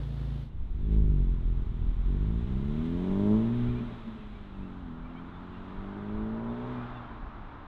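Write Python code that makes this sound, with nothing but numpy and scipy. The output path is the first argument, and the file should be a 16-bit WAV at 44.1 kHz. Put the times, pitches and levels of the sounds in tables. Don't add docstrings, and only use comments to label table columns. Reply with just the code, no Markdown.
import sys
import numpy as np
from scipy import signal
from scipy.fft import rfft, irfft, next_fast_len
from scipy.io import wavfile
from scipy.ndimage import uniform_filter1d

SR = 44100
rng = np.random.default_rng(int(sys.argv[2]) if len(sys.argv) > 2 else 0)


def generate_wav(sig):
    pcm = np.round(np.clip(np.atleast_2d(sig).T, -1, 1) * 32767).astype(np.int16)
    wavfile.write(sys.argv[1], SR, pcm)


N = 338247
TIME = np.arange(N) / SR
SIZE = 2 * next_fast_len(N // 2 + SR // 4)
FREQS = np.maximum(np.arange(SIZE // 2 + 1) * SR / SIZE, 1)

# (frequency [Hz], relative level [dB])
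WIND_COLOUR = [(10, -7.5), (22, -3.5), (36, -4.5), (55, -7), (80, -12.5), (130, -22.5), (250, -32),
               (600, -59)]
# (frequency [Hz], relative level [dB])
STREET_COLOUR = [(25, 5), (60, -3.5), (110, -3.5), (200, -6), (300, -5.5), (420, -15.5), (520, -20),
                 (1000, -21)]
# (time [s], half-width [s], level before trim [dB])
GUST_EVENTS = [(1.078, 0.094, -33), (1.843, 0.092, -34.5), (2.281, .06, -37), (2.48, 0.079, -33.5),
               (2.8, .06, -39), (3.345, .07, -41), (3.7, .12, -40), (4.6, 0.099, -47), (5.04, 0.089, -51),
               (5.79, 0.063, -43), (6.179, .1, -41.5), (7.233, 0.13, -46)]
WAKE_DB, WAKE_REACH_M, BREEZE_DB = -36, 10.4, -51
HUM_DB, HUM_FOLLOWS = -52, 0.23
# (time [s], length [s], start, middle and end pitch [Hz], level before trim [dB])
BIRD_WHISTLES = [(0.495, 0.037, 2710, 2780, 2700, -73), (0.798, 0.068, 3500, 3550, 3520, -74),
                 (3.663, 0.064, 2210, 2380, 2430, -60.5), (3.645, 0.04, 2750, 2974, 3220, -81),
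                 (3.752, 0.054, 2300, 2380, 2470, -57.5), (4.183, .055, 2560, 2620, 2380, -66),
                 (4.325, 0.063, 2110, 2290, 2310, -65), (4.532, .04, 2600, 2695, 2510, -67.5),
                 (4.596, 0.092, 2330, 2660, 2640, -65), (5.04, 0.039, 2200, 2380, 2200, -61.5),
                 (5.096, 0.026, 2860, 2720, 2820, -66), (5.148, 0.049, 2360, 2260, 2520, -58.5),
                 (5.163, 0.04, 2950, 3160, 3180, -62.5), (5.326, 0.064, 3700, 3490, 3720, -68),
                 (5.422, 0.029, 4330, 4200, 3960, -76), (5.521, 0.065, 2710, 2770, 2930, -64),
                 (6.479, 0.047, 3500, 3570, 3570, -66.5), (6.74, 0.11, 2515, 2380, 2630, -63),
                 (6.941, 0.064, 3460, 3520, 3130, -63), (6.948, 0.047, 2750, 2710, 2560, -63),
                 (7.001, 0.14, 3180, 3130, 3070, -71)]
# (delay [s], level [dB])
STREET_ECHOES = [(.047, -21), (.113, -23), (.21, -25), (.34, -25), (.52, -28)]

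# (multiple of the firing rate, level [dB rms])
IDLE_ORDERS = [(.5, -59), (1, -33.5), (1.5, -50), (2, -41), (2.5, -36.5), (3, -50.5), (3.5, -59),
               (4, -51.5), (4.5, -52), (5, -71), (5.5, -80), (7, -70), (8, -67.5), (9, -66)]
# (time [s], firing rate [firings/s])
IDLE_SPEED = [(0, 55.8), (0.5, 54.7)]
# (time [s], gain)
WORKSHOP_FADE = [(0, 0.9), (0.1, 0.73), (0.2, 0.85), (0.41, 0.74), (0.47, 0.38), (0.52, 0.021)]
# (frequency [Hz], relative level [dB])
WORKSHOP_COLOUR = [(200, 5), (320, 3), (420, -2.5), (750, -8.5), (1200, -12.5), (1600, -14.5), (2400, -20),
                   (3600, -16), (5000, -29.5), (7000, -37.5), (9500, -40.5), (11500, -39.5), (13500, -45),
                   (15000, -48)]
IDLE_WAVER_DB, WORKSHOP_DB = .9, -51.5

# (time [s], firing rate [firings/s])
ENGINE_SPEED = [(0.5, 38), (0.7, 42), (0.85, 51.8), (0.96, 53.3), (1.1, 50.2), (1.26, 44), (1.92, 39.5),
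                (2.2, 49.5), (2.35, 56.5), (2.66, 70.5), (3.0, 89.5), (3.3, 105.3), (3.55, 120.4),
                (3.78, 121.2), (4.2, 106.5), (4.8, 90.8), (4.92, 80.5), (5.6, 91.8), (6.05, 103),
                (6.3, 110.3), (6.7, 124.9), (6.82, 120.5), (6.95, 122.5), (7.35, 107), (7.67, 99)]
# (opens [s], starts to shut [s], first bark [dB], last bark [dB],
# lag of every second pulse at the reference rate [cycles])
THROTTLE_PULLS = [(0.731, 1.86, -16.5, -20.5, 0.018), (2.034, 3.327, -16.5, -14.5, 0.015),
                  (4.524, 6.693, -19, -13, .022)]
THROTTLE_OPENS_S, THROTTLE_SHUTS_S = 0.066, 0.2
START_M, LAUNCH_S, ACCELERATION_M_PER_S2 = 5, 0.91, 3.2

# (frequency [Hz], relative level [dB])
TYRE_COLOUR = [(100, -19.5), (250, -8.5), (400, -9), (500, -9.5), (700, -3), (1000, 0), (1350, -2),
               (1900, -14), (3000, -26), (5000, -41.5)]
# (time [s], level before trim [dB])
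TYRE_ROAR = [(0.5, -68), (1.2, -63), (2.5, -56.5), (3.4, -51), (3.9, -51.5), (4.35, -56.5), (5.0, -52),
             (5.5, -50.5), (6.6, -47), (6.85, -44), (7.2, -47.5), (7.67, -49)]
# (frequency [Hz], relative level [dB])
HISS_COLOUR = [(500, 3.5), (1200, -4.5), (2000, 1.5), (2700, -2), (3500, 0), (3950, -4.5), (4400, -15.5),
               (5000, -23), (7000, -50.5)]
# (frequency [Hz], relative level [dB])
SPRAY_COLOUR = [(3000, -10), (4500, 3), (6000, 2.5), (8000, -1.5), (10000, -7), (11500, -6), (13000, -13),
                (15000, -12.5)]
# (time [s], hiss level before trim [dB])
GAS_FLOW = [(0.55, -72.5), (0.93, -66.5), (1.7, -66.5), (3.0, -59), (3.65, -58), (5.0, -68), (5.7, -63.5),
            (6.4, -65.5), (6.85, -61.5), (7.2, -67.5), (7.67, -68)]
# (time [s], half-width [s], level [dB])
HISS_SPITS = [(0.932, .025, -70.5), (2.858, 0.014, -65), (3.578, 0.066, -75), (6.68, .15, -78)]
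SPRAY_DB, SPRAY_LOAD_DB, SPRAY_LOSS_DB_PER_M = -17, 3, 0.21

# (frequency [Hz], level [dB])
PIPE_SLOPE = [(20, -15), (50, -7), (150, 7), (185, -4), (270, -4), (320, -6.5), (380, -9), (440, -6.5),
              (480, -23.5), (700, -31.5), (850, -28.5), (1020, -21), (1400, -36.5), (2500, -45.5)]
# (frequency [Hz], half-width [Hz], lift [dB])
PIPE_MODES = [(219.5, 52.4, 12.5), (348, 56, 8.5), (416.8, 38, 7), (543, 65, 8.5), (614.3, 60, 18.5),
              (832, 220, 6.5), (910, 450, 6.5)]
# (time [s], level before trims [dB])
EXHAUST_EFFORT = [(0.55, -57), (0.87, -32), (0.93, -25.5), (1.17, -27.5), (1.38, -34.5), (1.9, -33),
                  (2.1, -30), (2.5, -31.5), (3.0, -25), (3.33, -19.5), (3.74, -24), (3.93, -39),
                  (4.48, -40.5), (4.58, -35.5), (5.05, -40.5), (5.55, -39), (6.18, -31), (6.74, -33.5),
                  (6.8, -33.5), (7.1, -44.5), (7.67, -52.5)]
# (frequency [Hz], level [dB])
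LOW_ORDER_BOOM = [(40, 1), (52, 1.5), (65, -9.5), (82, -17), (105, -14.5), (135, -7.5), (178, -11),
                  (212, -6.5), (245, -6), (280, -16), (370, -17)]
# (time [s], level [dB])
OVERRUN_BURBLES = [(3.811, -39), (3.87, -43.5), (3.93, -41.5), (4.071, -40), (4.171, -41.5)]
# (frequency [Hz], relative level [dB])
BURBLE_COLOUR = [(150, -5), (230, 9), (320, -7.5), (600, 1.5), (1000, -21)]
GAS_COLOUR = [(120, -6), (250, 0), (450, 0), (1000, -5), (2500, -9)]
RASP_COLOUR = [(600, -12), (950, 0), (1300, -6), (2200, -18), (4000, -26)]
GAS_DB, RASP_DB = -19, -26
PAIR_BIAS, CYLINDER_BIAS = .06, .04
JITTER_CYCLES = .003
SPREAD_LOADED, SPREAD_SLACK = .11, .36
LOADED_DB, SLACK_DB = -30.5, -44.5
REFERENCE_RATE = 100
LIMP_POWER, FRONT_DB, FRONT_DB_PER_OCTAVE = 1.2, -2.5, 6.5
COAST_BARK_DB, COAST_FRONT_DB = -27.5, -10.5
COAST_LOSS_DB_PER_ORDER, COAST_LIMP_CYCLES = 3.2, 0.018

CUTOFF_HZ = 15000


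def from_db(db):
    return 10 ** (np.asarray(db) / 20)


def in_time(rows):
    s, *columns = np.transpose(rows)
    return [np.interp(TIME, s, c) for c in columns]


def colour_db(points):
    hz, db = np.transpose(points)
    octaves_outside = np.abs(np.log2(FREQS / np.clip(FREQS, hz[0], hz[-1])))
    return np.interp(np.log(FREQS), np.log(hz), db) - 20 * octaves_outside


def drift(rate):
    return np.interp(TIME * rate, np.arange(4000), rng.standard_normal(4000)) / np.sqrt(2 / 3)


def noise(points, band):
    spectrum = rfft(rng.standard_normal(SIZE)) * from_db(colour_db(points))
    inside = (FREQS > band[0]) & (FREQS < band[1])
    return irfft(spectrum)[:N] / np.std(irfft(spectrum * inside))


def running_rms(x):
    power = uniform_filter1d(uniform_filter1d(x * x, size=3500), size=3500)
    return np.sqrt(np.abs(power) + 1e-14)


def swell(s, half_width):
    return np.exp(-2 * ((TIME - s) / half_width) ** 2)


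def distance():
    return START_M + .5 * ACCELERATION_M_PER_S2 * np.maximum(TIME - LAUNCH_S, 0) ** 2


def throttle():
    opening, bark_db, limp = 0, COAST_BARK_DB, COAST_LIMP_CYCLES
    for opens, shuts, first_db, last_db, lag in THROTTLE_PULLS:
        press = np.clip((TIME - opens) / THROTTLE_OPENS_S, 0, 1)
        release = np.clip(1 - (TIME - shuts) / THROTTLE_SHUTS_S, 0, 1)
        pedal = press * release
        pull_bark_db = np.interp(TIME, [opens, shuts], [first_db, last_db])
        opening = opening + pedal
        bark_db = bark_db + pedal * (pull_bark_db - COAST_BARK_DB)
        limp = limp + pedal * (lag - COAST_LIMP_CYCLES)
    return opening, bark_db, limp


def outdoor_air(gust_db=1.1):
    wake = from_db(WAKE_DB) / np.sqrt(1 + (distance() / WAKE_REACH_M) ** 6)
    gusts = sum(from_db(db + gust_db) * swell(s, half_width) for s, half_width, db in GUST_EVENTS)
    wind = np.sqrt(wake ** 2 + gusts ** 2 + from_db(BREEZE_DB) ** 2)
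    roar_db, = in_time(TYRE_ROAR)
    hum = from_db(HUM_DB + HUM_FOLLOWS * (roar_db - np.median(roar_db)))
    return wind * noise(WIND_COLOUR, band=(15, 36)) + hum * noise(STREET_COLOUR, band=(60, 500))


def birds(waver=0.01, level_db=2.0):
    out, wobble = np.zeros(N), 1 + waver * drift(250)
    for start, length, first_hz, middle_hz, last_hz, db in BIRD_WHISTLES:
        at = np.flatnonzero((TIME >= start) & (TIME < start + length))
        along = (TIME[at] - start) / length
        curve = np.polyfit([0, .5, 1], [first_hz, middle_hz, last_hz], 2)
        hz = np.polyval(curve, along) * wobble[at]
        envelope = np.sqrt(np.abs(np.sin(np.pi * along)))
        out[at] += from_db(db + level_db) * envelope * np.sin(2 * np.pi * np.cumsum(hz) / SR)
    return out


def street_echoes(x, wall_hz=900):
    dull = signal.sosfilt(signal.butter(2, wall_hz, fs=SR, output="sos"), x)
    return x + sum(from_db(db) * np.interp(TIME - delay, TIME, dull, left=0) for delay, db in STREET_ECHOES)


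def workshop_idle(smear=0.68, chuff=0.13, air_db=0.8):
    rate, = in_time(IDLE_SPEED)
    phase = 2 * np.pi * np.cumsum(rate) / SR
    throb = 0
    for order, db in IDLE_ORDERS:
        gain = from_db(db + IDLE_WAVER_DB * drift(18))
        half_order = np.round(2 * order) / 2
        throb = throb + gain * np.cos(half_order * phase + smear * rng.standard_normal())
    air = from_db(WORKSHOP_DB + air_db) * noise(WORKSHOP_COLOUR, band=(280, 15000))
    return np.sqrt(2) * throb + air * (1 + chuff * np.cos(phase))


def rush(tyre_db=-2.23, hiss_db=-1.0, flutter_db=0.23):
    roar_db, = in_time(TYRE_ROAR)
    roar = from_db(roar_db + tyre_db + flutter_db * drift(11)) * noise(TYRE_COLOUR, band=(750, 1800))
    spits = sum(from_db(db) * swell(s, half_width) for s, half_width, db in HISS_SPITS)
    flow = from_db(in_time(GAS_FLOW)[0] + hiss_db) + spits
    hiss = flow * from_db(flutter_db * drift(18)) * noise(HISS_COLOUR, band=(2000, 4200))
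    load = throttle()[0] * (in_time(ENGINE_SPEED)[0] / REFERENCE_RATE) ** 3
    spray_db = SPRAY_DB + SPRAY_LOAD_DB * load - SPRAY_LOSS_DB_PER_M * distance()
    spray = flow * from_db(spray_db + flutter_db * drift(35)) * noise(SPRAY_COLOUR, band=(5000, 12000))
    return roar + hiss + spray


def burbles(pipe, spread_s=0.026):
    gulps = sum(from_db(db) * np.exp(-.5 * ((TIME - s) / spread_s) ** 2) for s, db in OVERRUN_BURBLES)
    boom = pipe(noise(BURBLE_COLOUR, band=(150, 700)))
    return gulps * boom / running_rms(boom)


def engine_state(rate, waver_db=1.12, slack_bark_db=9):
    effort, = in_time(EXHAUST_EFFORT)
    opening, bark_db, _ = throttle()
    hz, boom_db = np.transpose(LOW_ORDER_BOOM)
    low_orders = []
    for k in range(1, 4):
        carried_db = np.interp(np.log(k * rate), np.log(hz), boom_db)
        coast_loss_db = COAST_LOSS_DB_PER_ORDER * (k - 1) * (1 - opening)
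        low_orders.append(from_db(effort + carried_db + waver_db * drift(9) - coast_loss_db))
    slack = np.clip((effort - LOADED_DB) / (SLACK_DB - LOADED_DB), 0, 1) * (1 - opening)
    bark = from_db(effort + bark_db + slack_bark_db * slack)
    rough = SPREAD_LOADED + (SPREAD_SLACK - SPREAD_LOADED) * slack
    return low_orders, bark, rough


def pipe_response():
    modes_db = sum(lift * np.exp(-2 * ((FREQS - hz) / width) ** 2) for hz, width, lift in PIPE_MODES)
    cepstrum = irfft(np.log(from_db(colour_db(PIPE_SLOPE) + modes_db)))
    cepstrum[1:SIZE // 2] *= 2
    cepstrum[SIZE // 2 + 1:] = 0
    return np.exp(rfft(cepstrum))


def exhaust(tones_db=1.4, bark_db=-0.8, rasp_db_per_octave=-3.5):
    rate, = in_time(ENGINE_SPEED)
    octaves = np.log2(rate / REFERENCE_RATE)
    low_orders, bark, rough = engine_state(rate)
    opening, _, limp = throttle()
    limp = limp * (rate / REFERENCE_RATE) ** LIMP_POWER
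    firing_phase = 2 * np.pi * (np.cumsum(rate) / SR + .0015 * drift(45))
    phase = firing_phase + 2 * np.pi * limp * np.cos(firing_phase / 2)
    response = pipe_response()

    def pipe(x):
        return irfft(rfft(x, SIZE) * response)[:N]

    booms = [pipe(np.cos(k * phase)) for k in range(1, 4)]
    tones = sum(gain * boom / running_rms(boom) for gain, boom in zip(low_orders, booms))

    burn = np.interp(firing_phase / (2 * np.pi), np.arange(2000), rng.standard_normal(2000))
    pair = PAIR_BIAS * np.cos(firing_phase / 2)
    single = CYLINDER_BIAS * np.sin(firing_phase / 4 + np.pi / 4)
    strength = 1 + pair + single + rough * burn

    fired = phase + 2 * np.pi * JITTER_CYCLES * drift(110)
    pulses = sum(from_db(-.04 * k * k) * np.cos(k * fired) for k in range(4, 23))
    puff = (.5 + .5 * np.cos(phase - .6)) ** 2 * strength
    gas = from_db(GAS_DB) * (.5 + puff) * noise(GAS_COLOUR, band=(280, 480))
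    ringing = pipe(strength * pulses + gas)

    front_db = FRONT_DB + FRONT_DB_PER_OCTAVE * octaves + COAST_FRONT_DB * (1 - opening)
    front = signal.sosfiltfilt(signal.butter(4, 450, "high", fs=SR, output="sos"), ringing)
    ringing = ringing + (from_db(front_db) - 1) * front
    bark_band = signal.butter(3, [280, 700], "band", fs=SR, output="sos")
    ringing = ringing / running_rms(signal.sosfiltfilt(bark_band, ringing))

    rasp = puff * noise(RASP_COLOUR, band=(600, 4000))
    rasp = rasp * from_db(RASP_DB + rasp_db_per_octave * octaves)
    return from_db(tones_db) * tones + bark * (from_db(bark_db) * ringing + rasp) + burbles(pipe)


def scene(edge_s=0.0022):
    indoors = np.clip(in_time(WORKSHOP_FADE)[0], 0, 1)
    outdoors = np.interp(TIME, [.42, .53], [0, 1])
    street = outdoor_air() + street_echoes(birds(), wall_hz=5000) + rush() + street_echoes(exhaust())
    edges = np.sin(np.pi / 2 * np.minimum(np.minimum(TIME, TIME[::-1]) / edge_s, 1)) ** 2
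    return (edges * (indoors * workshop_idle() + outdoors * street))[None]


def record(dry):
    return signal.sosfilt(signal.ellip(10, .1, 80, CUTOFF_HZ, fs=SR, output="sos"), dry)


dry = scene()
out = record(dry)
generate_wav(out)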